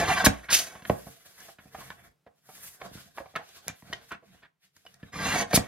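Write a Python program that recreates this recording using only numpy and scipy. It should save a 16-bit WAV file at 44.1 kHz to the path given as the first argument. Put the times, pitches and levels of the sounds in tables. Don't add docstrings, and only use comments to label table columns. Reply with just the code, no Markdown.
import sys
import numpy as np
from scipy import signal
from scipy.fft import rfft, irfft, next_fast_len
from scipy.io import wavfile
from scipy.ndimage import uniform_filter1d, map_coordinates

SR = 44100
rng = np.random.default_rng(int(sys.argv[2]) if len(sys.argv) > 2 else 0)


def generate_wav(signal):
    frames = np.transpose(np.atleast_2d(signal))
    scaled = np.clip(frames, -1, 1) * 32767
    pcm = np.round(scaled).astype(np.int16)
    wavfile.write(sys.argv[1], SR, pcm)


N = 250223
TIME = np.arange(N) / SR

# [f/Hz, relative level/dB, free t60/s]
BASE_MODES = [(530, -24, 0.036), (692, -4, 0.26), (733.5, -4.5, 0.3), (847.4, -9.5, 0.27),
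              (930, -8, 0.0084), (1133, -0.5, 0.088), (1371, -1, 0.024), (1556, 1, 0.078), (1697, -2, 0.12),
              (1902, 3, 0.058), (2016, 6, 0.017), (2262, 0, 0.1), (2626, 2, 0.037), (3090, 2, 0.021),
              (3450, -3.5, 0.085), (3880, -2, 0.047), (4400, -5, 0.0091)]
# [f/Hz, relative level/dB, t60/s]
TABLE_MODES = [(59.7, -1, 0.42), (89, -11.5, .3), (137, 1.5, 0.1), (164, -4.5, 0.11), (204, 6.5, 0.085),
               (261, 7.5, 0.045), (345, -6, 0.019), (465, 1, 0.085)]
# [f/Hz, relative level/dB, t60/s]
BLADE_MODES = [(2940, -4, .012), (3400, -1, 0.01), (3920, 1.5, 0.012), (4800, 2.5, 0.012), (5300, -5, .008),
               (6300, -2, 0.031), (8900, -5.5, 0.008), (10260, -2, .008)]
HAND_T60_SHARE = .4


def undb(db):
    return 10 ** (np.asarray(db) / 20)


def unit(x):
    return x / np.sqrt(np.mean(x ** 2))


def colour(x, points):
    hz, db = np.transpose(points)
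    size = next_fast_len(len(x))
    f = np.maximum(np.fft.rfftfreq(size, 1 / SR), 1)
    gain = undb(np.interp(np.log(f), np.log(hz), db))
    return unit(irfft(rfft(x, size) * gain, size)[:len(x)])


def split_treble(x):
    crossover_hz = 7000
    weight = np.clip(np.fft.rfftfreq(N, 1 / SR) / crossover_hz - .5, 0, 1)
    top = irfft(rfft(x) * weight, N)
    return x - top, top


def wander(rate_hz):
    k = int(SR / rate_hz)
    steps = np.repeat(rng.standard_normal(N // k + 1), k)
    return uniform_filter1d(steps, k)[:N]


def grit(spread_db, flicker_db, rate_hz):
    size_db = spread_db * rng.exponential(size=N)
    return rng.standard_normal(N) * undb(size_db + flicker_db * wander(rate_hz))


def ring(modes, gain_db=0, length_s=0.18):
    hz, db, t60 = np.transpose(modes)[:, :, None]
    t = TIME[:int(length_s * SR)]
    decay = np.exp(-np.log(1000) * t / t60)
    return np.sum(undb(db + gain_db) * decay * np.sin(2 * np.pi * hz * t), 0)


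def through(x, response):
    return unit(signal.fftconvolve(x, response)[:N])


def rubbed(slips, modes, shift_db, rate_hz):
    total = 0
    for mode in modes:
        excited = signal.oaconvolve(slips, ring([mode], length_s=0.13))[:N]
        total = total + undb(shift_db * wander(rate_hz)) * excited
    return unit(total)


def stroke_curve(strokes, column):
    rows = []
    for stroke in strokes:
        first, last = stroke[0], stroke[-1]
        rows += [(first[0] - .01, -120, *first[2:]), *stroke, (last[0] + .01, -120, *last[2:])]
    rows = np.array(rows)
    return np.interp(TIME, rows[:, 0], rows[:, column])


def room_tone():
    level_db = -77.5
    # [f/Hz, relative level per Hz/dB]
    air_spectrum = [(18, -40), (40, -9.5), (110, -14), (150, 8.5), (210, -7.5), (470, -10.5), (2000, -17.5),
                    (16000, -28)]
    # from t/s, to t/s, depth/dB
    start_s, end_s, depth_db = (4.47, 4.76, -8.5)
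    dip_db = depth_db * np.clip(np.minimum(TIME - start_s, end_s - TIME) / 0.038, 0, 1)
    mid, side = (colour(rng.standard_normal(N), air_spectrum) for _ in range(2))
    return undb(level_db + dip_db) * (mid + .4 * np.outer([1, -1], side))


def room(x):
    # [f/Hz, t60/s, share unlike at the two ports]
    tail_hz, tail_t60, tail_apart = np.transpose([(99, 0.2, 0.4), (300, 0.22, 0.7), (600, 0.3, 3),
                                                  (2020, 0.13, 1.2), (5260, 0.15, 3.7),
                                                  (15200, 0.094, 0.78)])
    t, tail = TIME[:int(.4 * SR)], 0
    for hz in 60 * 2. ** np.arange(8.5):
        t60, apart = (np.interp(np.log(hz), np.log(tail_hz), c) for c in (tail_t60, tail_apart))
        octave = signal.butter(2, [hz / 2 ** .5, hz * 2 ** .5], "band", fs=SR, output="sos")
        mid, side = signal.sosfilt(octave, rng.standard_normal((2, len(t))))
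        pair = np.array([mid + apart * side, mid - apart * side]) / np.hypot(1, apart)
        tail = tail + pair * np.exp(-np.log(1000) * t / t60)
    tail = tail * np.minimum(t / 0.0085, 1)
    tail = tail / np.sqrt(np.sum(tail ** 2) / 2)
    return signal.fftconvolve(x[None], tail, axes=1)[:, :N]


def ports(x, column):
    # [f/Hz, left lead for the trimmer/rad, left lead for the sliding card/rad, left minus right/dB]
    port_table = np.transpose([(60, 0, 0, -.3), (700, -.1, -.4, -2.8), (1400, -.15, -.4, -.9),
                               (2100, -1.1, -1.1, -1.1), (3300, -.8, -2.3, -.5), (4400, -.3, -2.3, .1),
                               (5200, -1.7, -3.2, -.1), (6400, -2.1, -3.3, -.2), (7750, -3.1, -3.0, -.3),
                               (11000, -6.3, -6.4, -.1), (14300, -6.2, -6.1, -.1), (16000, -9, -9, -.1)])
    size = next_fast_len(N)
    f = np.fft.rfftfreq(size, 1 / SR)
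    shade = undb(np.interp(f, port_table[0], port_table[-1]) / 2)
    half = shade * np.exp(.5j * np.interp(f, port_table[0], port_table[column]))
    return irfft(rfft(x, size) * np.array([half, 1 / half]), size)[:, :N]


def slide():
    # [t/s, length/s, hiss level/dB, swell by the end/dB, dull base drone over hiss/dB,
    # sharp base drone over hiss/dB, table rumble over hiss/dB, extra treble/dB]
    strokes = [(0.875, 0.21, -53.5, -2, -9, -6.5, -2, 7), (1.134, 0.37, -60, 4.5, -9.5, -9, -21, 3),
               (1.618, 0.29, -58.5, 5, -7, -4, -6, 2), (1.99, 0.061, -64.5, 7, -2.5, 0.5, -0.5, 1.5),
               (2.36, 0.098, -78, 4, -14, -12, -10, 1), (2.472, 0.1, -56.5, 2, -9, -6, -12, 7),
               (2.631, 0.12, -55, -8, -16, -3, -15, 12), (2.808, 0.088, -55.5, -3, 1, -9.5, -11, -4),
               (2.938, 0.15, -49, -12.5, -11, -15, -11, 0), (3.155, 0.034, -61.5, 10, -6, -13, -9, 0.5),
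               (3.261, 0.43, -62.5, 8.5, -9, -17, -20.5, -3), (3.75, 0.05, -64.5, 7.5, -23, -28, -15, 7),
               (3.875, 0.17, -49.5, -17, -2.5, -7, -1.5, -4), (4.052, 0.042, -58.5, 1, -15, -11, -12, 1),
               (4.261, 0.13, -62, -4, -10, -5, -4, -3), (4.634, 0.017, -67.5, 0.5, -18.5, -11, -19.5, -1),
               (4.758, 0.17, -64.5, -9, -20.5, -14.5, -7.5, 0.5),
               (4.942, 0.21, -69.5, 7.5, -5, -2.5, -3, -4)]
    # [f/Hz, relative level per Hz/dB]
    hiss_spectrum = [(900, -27.5), (1600, -3.5), (3500, 0.5), (6000, -2.5), (8000, -5), (11500, -6.5),
                     (14500, -9), (16000, -18)]
    grip_db_s, lift_db_s = 507.5, 394
    dull_count = 9

    s, length, db, swell_db, dull_db, sharp_db, table_db, treble_db = np.transpose(strokes)[:, :, None]
    t = TIME[::32]
    swell = swell_db * np.clip((t - s) / length, 0, 1)
    before_db = grip_db_s * np.maximum(s - t, 0)
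    after_db = lift_db_s * np.maximum(t - s - length, 0)
    stroke = undb(db + swell - before_db - after_db)
    hiss, dull, sharp, rumble, treble = (
        np.interp(TIME, t, (stroke * undb(g)).sum(axis=0))
        for g in (0, dull_db, sharp_db, table_db, treble_db))

    slips = grit(spread_db=1.8, flicker_db=2.8, rate_hz=55.) * undb(3.5 * wander(22.))
    held = np.array(BASE_MODES) * [1, 1, HAND_T60_SHARE ** 2]
    low = rubbed(slips, held[:dull_count], shift_db=6.5, rate_hz=30.)
    high = rubbed(slips, held[dull_count:], shift_db=6.5, rate_hz=30.)
    table = rubbed(slips, TABLE_MODES, shift_db=5.0, rate_hz=25.)
    rustle, top = split_treble(colour(slips, hiss_spectrum))
    return hiss * rustle + treble * top + dull * low + sharp * high + rumble * table


def table_responses(t):
    thud_hz, lag_s, sway_rise_s = 194, 0.0036, 0.03
    upper = TABLE_MODES[2:]
    late = np.maximum(t - lag_s, 0)
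    push = late * np.exp(-late / 0.00027)
    uptake_db = -4 * np.abs(np.log2(np.array(upper)[:, :1] / thud_hz))
    thud = signal.fftconvolve(push, ring(upper, uptake_db))[:len(t)]
    sway = ring(TABLE_MODES[:2], length_s=.45) * np.minimum(t / sway_rise_s, 1)
    return thud, np.roll(sway, int(lag_s * SR))


def base_knock(rattle, shiver, hz):
    detune = .035
    own_db, own_t60_s, knock_db = -3, 0.046, -2.5
    n = len(rattle)
    base_hz = np.array(BASE_MODES)[:, :1]
    above_db = -5 * np.log2(1 + (base_hz / hz / 1.4) ** 3)
    below_db = -4 * np.log2(1 + (hz / base_hz / 1.6) ** 2)
    held = np.array(BASE_MODES) * [1 + detune * rng.standard_normal(), 1, HAND_T60_SHARE]
    modes = signal.fftconvolve(rattle + shiver, ring(held, above_db + below_db))[:n]
    own = signal.fftconvolve(rattle, ring([(hz, 0, own_t60_s)]))[:n]
    band = signal.butter(3, [hz / 2.5, hz * 1.8], "band", fs=SR, output="sos")
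    knock = signal.sosfilt(band, rattle + shiver)
    levels_db = 0, own_db, knock_db
    return sum(undb(g) * p / np.abs(p).max() for g, p in zip(levels_db, (modes, own, knock)))


def taps():
    # [t/s, base peak level/dB, snap over it/dB, table thud over it/dB, contact time scale/s, base f/Hz]
    contacts = [(0.241, -14, -14, -30, 0.0089, 1120), (0.256, -16.5, 6.5, -33, 0.012, 3870),
                (0.263, -5.5, -20, -4, 0.0051, 1677), (0.2666, -10, -28, 6.5, 0.007, 1560),
                (0.269, -9.5, -4, -8, 0.0026, 628), (0.443, -39, -23, -30, 0.008, 2180),
                (0.486, -23.5, -28, -45, 0.03, 1630), (0.505, -22.5, -32, -48, 0.013, 1540),
                (0.523, -16, -8, -34, 0.0053, 2550), (0.526, -24.5, -30.5, -20, 0.0046, 730),
                (0.752, -37.5, -24, -2.5, 0.012, 1100), (0.821, -39.5, -12, -2, 0.0055, 1670),
                (0.852, -26, -25, -32, 0.0043, 1790), (0.897, -9, -42.5, -4, 0.005, 623),
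                (0.906, -22.5, -30, -14, 0.0041, 470), (1.066, -39, -10.5, 3.5, 0.016, 710),
                (1.399, -44, 4, -15, 0.017, 1710), (1.483, -37.5, -9.5, -48, 0.013, 783),
                (1.585, -42, -13.5, -5, 0.011, 1680), (1.654, -54, -13.5, 10.5, 0.012, 646),
                (1.745, -27.5, -40.5, -31, 0.01, 794), (1.781, -41, -27.5, 2, 0.011, 730),
                (1.806, -39, -36, -11, 0.014, 1100), (1.903, -26.5, -11.5, -51.5, 0.0043, 1750),
                (1.915, -39, -18.5, -30.5, 0.012, 1098), (2.264, -44.5, -25.5, -4, 0.012, 728),
                (2.487, -43, -8.5, -9.5, 0.017, 744), (2.813, -34, -22.5, -39, 0.0086, 752),
                (2.815, -31.5, -24.5, -39, 0.0067, 2240), (2.912, -49, -28.5, 8, 0.0062, 443),
                (2.951, -51.5, -22.5, 16.5, 0.012, 478), (2.972, -43, -18.5, -0.5, 0.012, 1510),
                (3.175, -33.5, -24.5, -29, 0.0065, 1200), (3.182, -24, -31, -35, 0.0046, 927),
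                (3.199, -34.5, -26, -11, 0.012, 555), (3.258, -39, -25, -30, 0.0064, 750),
                (3.338, -44, -29, -38, 0.0076, 396), (3.354, -19, -39, -41, 0.011, 1290),
                (3.359, -20, -11, -37, 0.01, 1698), (3.386, -35.5, -28, -19.5, 0.024, 856),
                (3.489, -50.5, 9.5, -24.5, 0.0076, 660), (3.664, -51.5, -16.5, 8, 0.006, 450),
                (3.676, -30, -22, -11.5, 0.014, 2350), (3.682, -22, 10.5, -17, 0.0015, 2190),
                (3.694, -35.5, -17.5, 1, 0.01, 1780), (3.824, -42, -18.5, 0.5, 0.0017, 1000),
                (3.897, -52, -8, 15.5, 0.0037, 672), (3.928, -21, -14, -32, 0.0039, 1920),
                (3.931, -22.5, -21, -33, 0.0047, 3110), (4.107, -32.5, -24, -25, 0.01, 1510),
                (4.113, -27.5, -9.5, -27, 0.021, 1420), (4.147, -42.5, -19, -1.5, 0.0064, 2670),
                (4.224, -51.5, -19.5, -10, 0.019, 503), (4.343, -56, -23.5, -5, 0.012, 497),
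                (4.419, -52.5, -19, -26.5, 0.01, 1507), (4.427, -44, -21.5, -24.5, 0.013, 1820),
                (4.447, -46, -18.5, -27, 0.014, 1607), (4.765, -52, 7, -8, 0.0058, 1898),
                (4.851, -49, -4, -24, 0.0051, 704), (4.864, -38.5, -9.5, -27, 0.0042, 2950),
                (4.94, -54.5, 10, -21, 0.0085, 1890), (5.028, -38.5, -27.5, 6.5, 0.0096, 1756),
                (5.53, -16, -11.5, -29, 0.0051, 2280), (5.533, -16, -27.5, -9, 0.0048, 620),
                (5.538, -19, -7, 7.5, 0.0039, 460), (5.56, -10.5, 3.5, -23, 0.0043, 4390),
                (5.573, -15, -8, 5.5, 0.0039, 1930), (5.576, -14, -18, -4.5, 0.0021, 684)]
    sway_db, heavy_db = -32, -11
    out, t = np.zeros(N + SR), TIME[:int(.45 * SR)]
    snap_filter = signal.butter(1, [4800, 7200], "band", fs=SR, output="sos")
    thud, sway = table_responses(t)
    for s, db, snap_db, thud_db, contact_s, hz in contacts:
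        x = t / max(contact_s, .0005)
        grains = rng.standard_normal(len(t)) * undb(3.0 * rng.exponential(size=len(t)))
        rattle = grains * x ** 0.89 * np.exp(-2.3 * x)
        shiver = undb(-30.0) * rng.standard_normal(len(t)) * (1 - np.exp(-x)) * np.exp(-t / 0.049)
        body = base_knock(rattle, shiver, hz)
        snap = signal.sosfilt(snap_filter, rattle * (x * np.exp(-2.5 * x)) ** 3.3)
        rock_db = thud_db + sway_db + 1.3 * min(db - heavy_db, 0)
        levels_db = 0, snap_db, thud_db, rock_db
        sound = sum(undb(g) * p / np.abs(p).max() for g, p in zip(levels_db, (body, snap, thud, sway)))
        i = max(int((s - .0007) * SR), 0)
        out[i:i + len(t)] += undb(db) * sound
    return out[:N]


def shear():
    # [loudest t/s, rise/s, peak level/dB, fall t60/s, body over peak/dB, extra treble/dB]
    tears = [(0.258, 0.017, -16.5, 0.066, -26, 4.5), (0.523, 0.028, -22.5, 0.13, -32.5, -4.5),
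             (0.559, 0.049, -19.5, 0.24, -19, -2), (5.563, 0.04, -21.5, 0.053, -18, 5)]
    # [f/Hz, relative level per Hz/dB]
    fibre_spectrum = [(900, -36), (1600, -9), (2600, -3.5), (3800, -4), (6300, 0.5), (8000, -3.5),
                      (10000, -5.5), (13500, -11.5), (16000, -16.5)]
    rise_db, rise_power = 42.5, 4
    body_rise_s, body_t60_s = 0.02, 1
    blade_db, tail_db = -17, -4.5

    s, rise, db, t60, body_db, treble_db = np.transpose(tears)[:, :, None]
    swell_db = -rise_db * np.clip((s - TIME) / rise, 0, 3) ** rise_power
    tear = undb(db + swell_db - 60 * np.maximum(TIME - s, 0) / t60)
    coarse_level = tear.sum(axis=0)
    treble_level = (tear * undb(treble_db + .5 * swell_db)).sum(axis=0)
    since = np.maximum(TIME - s + rise, 0)
    onset = np.minimum(since / body_rise_s, 1) ** 2
    body_level = (onset * undb(db + body_db - 60 * since / body_t60_s)).sum(axis=0)

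    slips = grit(spread_db=1.6, flicker_db=2.8, rate_hz=150.)
    blade = rubbed(slips, BLADE_MODES, shift_db=12.5, rate_hz=62.0)
    crackle = unit(colour(slips, fibre_spectrum) + undb(blade_db) * blade)
    coarse, top = split_treble(crackle)
    held = np.array(BASE_MODES) * [1, 1, HAND_T60_SHARE]
    base = rubbed(slips, held, shift_db=4.0, rate_hz=56.0)
    tail = undb(tail_db) * body_level * crackle
    return coarse_level * coarse + treble_level * top + tail + body_level * base


def grind():
    # [t/s, level/dB, then over it: low base modes/dB, table drone/dB, bright scrape/dB]
    strokes = [
        [(0.0, -25.5, 4, -14, -5.5), (0.05, -29.5, -6, -25, -13), (0.08, -28, -3.5, -11, -8.5),
         (0.12, -26, -2, -25, -9.5), (0.162, -28.5, -9, -15, -10.5), (0.182, -25, -12.5, -25, -15),
         (0.192, -32.5, 0.5, -5, -4.5), (0.206, -25.5, -4.5, -31, -19), (0.216, -33.5, 0, -21, -7),
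         (0.24, -31.5, -16, -5, -19), (0.245, -33, -14, 12, -5)],
        [(5.122, -58, -14.5, 6.5, -7.5), (5.13, -46.5, -12.5, -9, -4), (5.14, -42, -26, -1, -8),
         (5.254, -28.5, -15, -5, -7.5), (5.332, -27, -15, -14, -8), (5.362, -28.5, 3.5, -7, -5.5),
         (5.38, -28, -8, -7, -5), (5.422, -30.5, 2.5, -9, -4), (5.452, -43.5, 0, -1, -20),
         (5.484, -53, 0, 0, -5), (5.505, -47, -4, -14, -8), (5.512, -38.5, -5, -10.5, -3),
         (5.528, -39, 4, -6, -13)],
    ]
    # [f/Hz, relative level per Hz/dB]
    scrape_spectrum = [(1500, -21), (2600, -16.5), (4500, -5), (7000, 2), (10000, -10), (13000, -16),
                       (16000, -19.5)]
    # [t/s, pitch shift/share]
    pitch_points = [(0, -0.02), (.24, 0.02), (5.12, .02), (5.43, -0.02)]
    tilt_db_oct = -3.5
    arm_t60_share = .6
    low_count = 4

    pitch = np.interp(TIME, *np.transpose(pitch_points))
    db, low_db, table_db, bright_db = (stroke_curve(strokes, column=k) for k in range(1, 5))
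    tilted = [(hz, g + tilt_db_oct * np.log2(hz / 1000), arm_t60_share * t60) for hz, g, t60 in BASE_MODES]
    slips = grit(spread_db=-0.84, flicker_db=2.0, rate_hz=90.)
    tones = [rubbed(slips, tilted[:low_count], shift_db=5.0, rate_hz=45.0),
             rubbed(slips, tilted[low_count:], shift_db=3.5, rate_hz=40.0),
             rubbed(slips, BLADE_MODES, shift_db=4.5, rate_hz=30.0)]
    speed = 1 + np.outer([.6, .8, 1], pitch + 0.037 * wander(15.))
    place = np.cumsum(speed, axis=1) % (N - 1)
    low, high, blade = (map_coordinates(x, [p], order=3) for x, p in zip(tones, place))
    bright = unit(colour(slips, scrape_spectrum) + blade)
    table = through(slips, ring(TABLE_MODES[3:]))
    return undb(db) * (high + undb(low_db) * low + undb(table_db) * table + undb(bright_db) * bright)


def scene():
    trimmer_room_db, card_room_db = -11.5, -5.5
    card = slide()
    trimmer = taps() + shear() + grind()
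    card_heard = ports(card + undb(card_room_db) * room(card), column=2)
    trimmer_heard = ports(trimmer + undb(trimmer_room_db) * room(trimmer), column=1)
    return room_tone() + card_heard + trimmer_heard


def record(dry):
    low_cut_hz, ceiling, top_hz = 55, .95, 15900
    dry = signal.sosfilt(signal.butter(4, low_cut_hz, "high", fs=SR, output="sos"), dry)
    dry = dry / (1 + (dry / ceiling) ** 4) ** .25
    return signal.sosfilt(signal.ellip(10, .2, 80, top_hz, fs=SR, output="sos"), dry)


dry = scene()
out = record(dry)
generate_wav(out)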